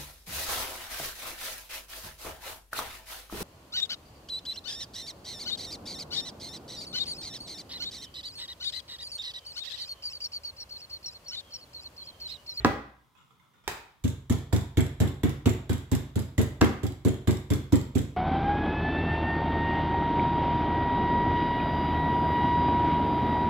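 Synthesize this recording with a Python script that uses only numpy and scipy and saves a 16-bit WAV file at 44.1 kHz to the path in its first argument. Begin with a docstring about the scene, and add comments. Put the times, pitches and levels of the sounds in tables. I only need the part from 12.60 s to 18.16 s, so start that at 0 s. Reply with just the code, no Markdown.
"""Pounding beef in a kitchen

Close microphone at the counter of a small, hard-walled kitchen. A metal mallet pounds a slice of beef
on a plate: each blow thumps the counter and slaps the wet meat, which clicks as it lets go of the
mallet. Twice the plate knocks hard. Early on, a hand turns the slice over and drops it back."""
import sys
import numpy as np
from scipy import signal
from scipy.fft import rfft, irfft, next_fast_len
from scipy.io import wavfile
from scipy.ndimage import map_coordinates

SR = 44100
rng = np.random.default_rng(int(sys.argv[2]) if len(sys.argv) > 2 else 0)


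def transcribe(u):
    """Save the signal u as a 16-bit wav file named by the first command-line argument.

    u: samples, shape (n,) or (channels, n), limited to [-1, 1]; the rate is SR.
    q: integer samples, one column per channel.
    """
    v = np.clip(np.atleast_2d(u).T, -1, 1)
    q = np.round(v * 32767).astype(np.int16)
    wavfile.write(sys.argv[1], SR, q)


N = 245371
T = np.arange(SR * 3 // 4) / SR  # time within one short sound, in seconds

# Mallet blows, the first already dying away. Each row: start in seconds, thud level in dB,
# knock level in dB, smack level in dB, time the meat clings to the mallet in seconds.
BLOWS = [(-0.3, -8.5, -42, -9, .032), (0.047, -36, -30.5, -23.5, 0.015), (1.44, -27, -30, -48.5, 0.038),
         (1.698, -27, -27, -41, 0.025), (1.928, -25, -26.5, -40.5, 0.034),
         (2.172, -24, -23.5, -36.5, 0.033), (2.402, -23.5, -23.5, -36.5, 0.073),
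         (2.634, -26, -23.5, -36.5, 0.059), (2.858, -24, -23, -34.5, 0.035),
         (3.095, -27.5, -27.5, -41.5, 0.035), (3.316, -25.5, -26, -42, 0.034),
         (3.557, -29, -28, -50, 0.034), (3.78, -24.5, -24, -35.5, .034), (4.011, -26.5, -18, -25.5, .033),
         (4.233, -30.5, -29, -50.5, 0.033), (4.45, -27, -22.5, -45.5, 0.032),
         (4.674, -25, -24.5, -36.5, 0.034), (4.903, -26.5, -24, -41.5, 0.032),
         (5.123, -25.5, -21, -42, 0.033), (5.352, -28, -23, -59.5, 0.029)]
# The plate knocks and bounces. Each row: start in seconds, level in dB, contact brightness in Hz.
PLATE_KNOCKS = [(0.0475, -3.5, 4100), (0.0542, -8, 550), (0.0582, -12.5, 548), (4.0143, -8.5, 10700),
                (4.0246, -9.5, 554)]
# Five squirts of juice, then the bright 2.6 kHz bite of the second hard plate knock.
# Each row: start in seconds, pitch in Hz, level in dB.
PITCHED_BURSTS = [(1.7, 6900, -34.5), (1.728, 3550, -44), (1.925, 930, -29), (2.857, 2780, -32),
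                  (3.094, 1580, -35), (4.014, 2640, -29)]
# Fingers on the slice. Each row: start in seconds, squish level in dB, rub level in dB.
GRIPS = [(0.551, -44, -62.5), (0.7066, -47.5, -75), (0.7969, -49, -68.5), (0.937, -48, -69),
         (1.039, -45, -64)]

# Low modes set ringing by a blow. Each row: frequency in Hz, level in dB, time to fall 60 dB in seconds.
BOOM_MODES = [(52.2, -57.5, 0.09), (60.9, -34.5, 0.91), (85.55, -20, 0.41), (107.94, -19, 0.35),
              (128.8, -30, 0.66), (141.3, -28.5, 0.58), (177.6, -38.5, 0.52), (219.6, -29.5, 0.16),
              (249.6, -24, 0.16), (297.9, -31.5, 0.24), (366.3, -31, 0.37), (446, -39.5, 0.35)]  # in phase on both sides
ROCKING_MODES = [(144.7, -11.5, 0.17), (173.3, -32, .16), (208.1, -13.5, 0.19), (254, -35.5, .12),
                 (267.5, -11, 0.12)]  # push one side as they pull the other
# Resonances of the plate struck hard. 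Each row: frequency in Hz, width in Hz, level in dB.
PLATE_MODES = [(260.6, 160, -5.5), (476, 200, -4.5), (707, 220, -15), (972, 53, -4.5), (1208, 210, -3.5),
               (1490, 92, -6), (1630, 42, 0), (2010, 97, -14.5), (2620, 180, -16), (2966, 160, -17),
               (4180, 2500, -18), (7500, 1900, -25)]

# Tone colours at the microphone. Each row: frequency in Hz, spectral level in dB.
HUSH_SPECTRUM = [(30, -17.5), (120, 1), (200, -5), (320, -12), (630, -22), (1000, -8.5), (1250, -12),
                 (1600, -24.5), (2100, -18), (2600, -25), (3400, -18), (4200, -24), (8000, -30),
                 (16000, -30)]  # the still kitchen
SQUISH_SPECTRUM = [(60, -14), (180, 4.5), (300, -17), (650, -14.5), (1000, -7), (1280, 3), (1650, -12.5),
                   (2100, -7), (2600, -13), (3500, -12), (4200, -24), (7500, -23), (9000, -35),
                   (16000, -36)]  # fingers on meat
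FLOP_SPECTRUM = [(80, -4.5), (200, -15.5), (400, -7.5), (520, -15), (780, -2.5), (1150, -9.5),
                 (1500, -11.5), (2300, -11), (4000, -18), (6000, -21.5), (7500, -19), (9500, -27),
                 (16000, -26)]  # the slice landing
HOLLOW_SPECTRUM = [(60, -10.5), (130, -25.5), (200, 1.5), (280, 3), (370, -5), (450, -6.5), (600, -20),
                   (1200, -39), (4000, -99.5)]  # the low knock of a blow
CLATTER_SPECTRUM = [(150, -9), (300, 9.5), (450, 0.5), (650, 2.5), (1000, -1), (1400, -3.5), (1750, -5),
                    (2100, -1), (2600, -12.5), (3500, -11.5), (5000, -32.5), (16000, -30.5)]  # the plate smacking and rattling
WET_SPECTRUM = [(400, 0.5), (1500, -12.5), (2800, -3), (3550, 3.5), (4300, -3), (5400, -5.5), (6500, -3.5),
                (7500, 3), (8900, -11.5), (10000, -8.5), (11600, -4.5), (13500, -11), (16000, -14.5)]  # wet slaps and snaps

# The kitchen's reverberation. 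Each row: frequency in Hz, time to fall 60 dB in seconds.
ROOM_DECAY = [(100, 0.52), (300, 0.4), (1000, 0.53), (3500, 0.5), (7500, 0.37), (14000, 0.36)]
# How alike that tail is on both sides. Each row: frequency in Hz, left-right correlation.
ROOM_LIKENESS = [(100, 1), (500, 0.8), (1200, 0.082), (3000, .05)]

USUAL_THUD_DB, USUAL_KNOCK_DB, USUAL_SMACK_DB = -26, -24, -41.5  # an ordinary blow


def amp(db):
    """Decibels to gain."""
    return 10 ** (np.asarray(db) / 20)


def unit(x):
    """Scale to rms 1."""
    return x / np.sqrt(np.mean(x ** 2) + 1e-20)


def along(points, hz):
    """Read (Hz, value) points on a log frequency axis."""
    f, v = np.transpose(points)
    return np.interp(np.log(hz + 1), np.log(f), v)


def fade(t60):
    """A decay that loses 60 dB in t60 seconds."""
    return np.exp(-np.log(1000) * T / t60)


def swell(rise):
    """A soft start over about rise seconds."""
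    return 1 - np.exp(-(T / rise) ** 2)


def add(track, start_s, sound):
    """Mix a stereo sound into the track."""
    start = round(start_s * SR)
    first, last = max(start, 0), min(start + sound.shape[1], N)
    track[:, first:last] += sound[:, first - start:last - start]


def filtered(x, response):
    """Pass x through a complex response, a function of Hz."""
    n = x.shape[-1]
    padded = next_fast_len(n + 8192)
    return irfft(rfft(x, padded) * response(np.fft.rfftfreq(padded, 1 / SR)), padded)[..., :n]


def coloured(x, spectrum, ripple_db):
    """Give x a tone colour, with fresh chance resonances about ripple_db deep."""
    size = 2048
    hz = np.fft.rfftfreq(size, 1 / SR)
    ripple = map_coordinates(rng.standard_normal(size), [np.sqrt(hz) / 2], mode="nearest")
    cepstrum = irfft(np.log(amp(along(spectrum, hz) + ripple_db * ripple)))
    cepstrum[1:size // 2] *= 2  # minimum phase: nothing rings ahead of the contact
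    cepstrum[size // 2 + 1:] = 0
    kernel = irfft(np.exp(rfft(cepstrum)))
    kernel /= np.linalg.norm(kernel)
    return np.array([signal.fftconvolve(side, kernel)[:len(side)] for side in x])


def crackle(size, spread_db):
    """Noise made of tiny grains of unequal strength."""
    grain = 32  # samples
    strength = amp(spread_db * np.clip(rng.standard_normal(size // grain + 1), -2, 2))
    return unit(rng.standard_normal(size) * np.repeat(strength, grain)[:size])


def burst(rise, t60, spread_db):
    """A contact: a quickly dying spray of tiny impacts."""
    return crackle(len(T), spread_db) * swell(rise) * fade(t60)


def crack(spray, t60):
    """One sharp contact and a brief spray after it, of energy 1."""
    tail = burst(rise=0.0013, t60=t60, spread_db=2.5)
    sound = signal.unit_impulse(len(T)) + spray * tail / np.linalg.norm(tail)
    return sound / np.linalg.norm(sound)


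def room_tone():
    """The faint hush of the kitchen, partly shared by both sides of the microphone."""
    left, right, both = coloured(rng.standard_normal((3, N)), HUSH_SPECTRUM, ripple_db=0.5)
    return amp(-71) * np.array([left + both, right + both])


def room_tail():
    """The hard walls answer in stereo, each frequency dying at its own speed."""
    hz, t, noise = signal.stft(rng.standard_normal((2, len(T))), SR, nperseg=256)
    decay = np.exp(-np.log(1000) * t / along(ROOM_DECAY, hz)[:, None])
    width = np.arccos(np.clip(along(ROOM_LIKENESS, hz), -1, 1))[:, None] / 2
    tail = noise * decay * np.array([np.cos(width), np.sin(width)])
    mid, side = signal.istft(tail, SR, nperseg=256)[1][:, :len(T)] * swell(0.00099)
    return np.array([mid + side, mid - side]) / np.linalg.norm(mid + side)


def placed(x, right_db, room_db):
    """A short sound arrives right_db louder on the right; its energy then spreads through the room."""
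    left = np.roll(x, shift=4) * amp(-right_db / 2)
    right = x * amp(right_db / 2)
    direct = np.array([left, right]) / np.sqrt(np.cosh(right_db * np.log(10) / 20))  # constant power
    return direct + amp(room_db) * np.linalg.norm(x) * room_tail()


def turning_slice():
    """Fingers rub and squish under the slice, then it lands flat on the plate with a smack."""
    track = np.zeros((2, N))
    touch = swell(rise=0.025) * fade(t60=0.62)
    for start, squish_db, rub_db in GRIPS:
        rub = [touch * crackle(len(T), spread_db=4) for _ in range(2)]
        add(track, start, amp(rub_db + 5.5) * coloured(rub, SQUISH_SPECTRUM, ripple_db=6))
        squish = placed(crack(spray=2.43, t60=0.052), right_db=17, room_db=2.5)
        add(track, start, amp(squish_db + 10) * coloured(squish, SQUISH_SPECTRUM, ripple_db=6.5))
    landing = placed(crack(spray=1, t60=0.01), right_db=8.5, room_db=-0.04)
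    add(track, start_s=1.0782, sound=amp(-1) * coloured(landing, FLOP_SPECTRUM, ripple_db=2))
    return track


def squirts_and_plate_bite():
    """Brief noise at one pitch: juice squeezed through a gap or, last, the bite of a hard plate knock."""
    track = np.zeros((2, N))
    sharpness = 8  # Q of the resonance
    for start, hz, db in PITCHED_BURSTS:
        resonance = lambda f: 1j * f * hz / (sharpness * (hz * hz - f * f) + 1j * f * hz)
        noise = placed(burst(rise=0.001, t60=0.03, spread_db=2), right_db=8, room_db=-2)
        add(track, start, amp(db - 22.5) * unit(filtered(noise, resonance)))
    return track


def unsticking():
    """Wet films snap as the mallet lifts: a clear one, a second close behind, then a stray."""
    track = np.zeros((2, N))
    usual_cling_s, cling_db_per_s = 0.034, -175  # a longer cling lets go more softly
    midway_s, growth_db_per_s = 3.96, 0.5  # the flatter the slice is beaten, the more it sticks
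    second_s, stray_within_s = 0.0072, 0.055
    for (start, thud_db, _, _, cling_s), chance in zip(BLOWS, rng.random(len(BLOWS))):
        db = -12.5 + thud_db - USUAL_THUD_DB
        db += cling_db_per_s * (cling_s - usual_cling_s)
        db += growth_db_per_s * (start - midway_s)
        release = start + cling_s + 0.0005
        stray_s = second_s + chance * stray_within_s
        for delay, softer_db in [(0, 0), (second_s, -7.5), (stray_s, -11)]:
            snap = placed(crack(spray=2.3, t60=0.01), right_db=11, room_db=-3)
            add(track, release + delay, amp(db + softer_db) * coloured(snap, WET_SPECTRUM, ripple_db=5))
    return track


def plate_response(f):
    """The plate's heavily damped resonances, alternating in sign, at f Hz."""
    return sum((-1) ** k * amp(db) * 1j * f * width / (hz * hz - f * f + 1j * f * width)
               for k, (hz, width, db) in enumerate(PLATE_MODES))


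def plate_knocks():
    """The plate hits the counter hard and fills the room; its softer bounces are duller."""
    track = np.zeros((2, N))
    contact = signal.unit_impulse(len(T))
    for start, db, bright_hz in PLATE_KNOCKS:
        response = lambda f: plate_response(f) / (1 + 1j * f / bright_hz) ** 2
        peak = np.abs(filtered(contact, response)).max()
        knock = filtered(placed(contact, right_db=3.5, room_db=-5.5), response)
        add(track, start, amp(db) / peak * knock)
    return track


def ring(modes, thud_db, knock_db, scatter_db, detune, lag_s):
    """Low modes follow a blow's weight and lag in phase; higher ones, its hardness and where it lands."""
    sound = np.zeros(len(T))
    for (hz, db, t60), (level_draw, pitch_draw) in zip(modes, rng.standard_normal((len(modes), 2))):
        high = np.clip(np.log2(hz / 120), 0, 1)  # 0 below 120 Hz, 1 from an octave above
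        variation = (1 + 2 * high) / 3
        level_db = db + thud_db + high * (knock_db - thud_db) + scatter_db * variation * level_draw
        pitch = hz * (1 + detune * variation * pitch_draw)
        sound += amp(level_db) * fade(t60) * np.sin(2 * np.pi * pitch * (T - lag_s * (1 - high)))
    return sound


def counter_thump(thud_db, knock_db):
    """Cushioned by the meat, a blow sets the counter booming, while other low tones rock from side to side."""
    boom = ring(BOOM_MODES, thud_db, knock_db, scatter_db=4, detune=0.018, lag_s=0.0123)
    boom *= amp(22) * swell(0.0057)
    rock = ring(ROCKING_MODES, thud_db, knock_db, scatter_db=2, detune=0.022, lag_s=0.0081)
    rock *= amp(23.5) * swell(0.015)
    return np.array([boom * amp(1.3) + rock, boom * amp(3) - rock])


def mallet_blows():
    """Each blow, close up: a thump, a hollow knock, a smack, the plate settling and a wet slap."""
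    track = np.zeros((2, N))
    for start, thud_db, knock_db, smack_db, _ in BLOWS:
        add(track, start, counter_thump(thud_db, knock_db))
        hollow = placed(burst(rise=0.0016, t60=0.084, spread_db=1.5), right_db=6, room_db=0.5)
        add(track, start, amp(knock_db + 3.5) * coloured(hollow, HOLLOW_SPECTRUM, ripple_db=0.5))
        smack = placed(crack(spray=0.9, t60=0.018), right_db=-1, room_db=-1)
        smack = coloured(smack, CLATTER_SPECTRUM, ripple_db=5.5)
        add(track, start + 0.0005, amp(smack_db + 29.5) * smack)
        # harder blows rattle the plate more
        rattle_db = -30 + 0.79 * (knock_db - USUAL_KNOCK_DB) + 0.29 * (smack_db - USUAL_SMACK_DB)
        rattle = placed(burst(rise=0.0066, t60=0.08, spread_db=4.5), right_db=-8.5, room_db=5)
        add(track, start + 0.011, amp(rattle_db) * coloured(rattle, CLATTER_SPECTRUM, ripple_db=2.5))
        # heavier blows press out more juice
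        slap_db = -35.5 + 1.3 * (thud_db - USUAL_THUD_DB)
        slap = placed(burst(rise=0.00098, t60=0.093, spread_db=2), right_db=45.5, room_db=-0.5)
        add(track, start - 0.0015, amp(slap_db) * coloured(slap, WET_SPECTRUM, ripple_db=2))
    return track


def scene():
    """All that reaches the microphone at the counter, eased in over 3 ms."""
    ease_in = np.minimum(np.arange(N) / (0.003 * SR), 1)
    pounding = mallet_blows() + unsticking() + squirts_and_plate_bite() + plate_knocks()
    return ease_in * (pounding + turning_slice() + room_tone())


def record(dry):
    """The recorder sheds the deepest bass and keeps nothing above its band limit."""
    bass_hz, top_hz = 42, 16000
    thin = filtered(dry, lambda hz: (hz / bass_hz) ** 4 / np.sqrt(1 + (hz / bass_hz) ** 8))
    return filtered(thin, lambda hz: 1 / np.sqrt(1 + (hz / top_hz) ** 160))


dry = scene()
out = record(dry)
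transcribe(out)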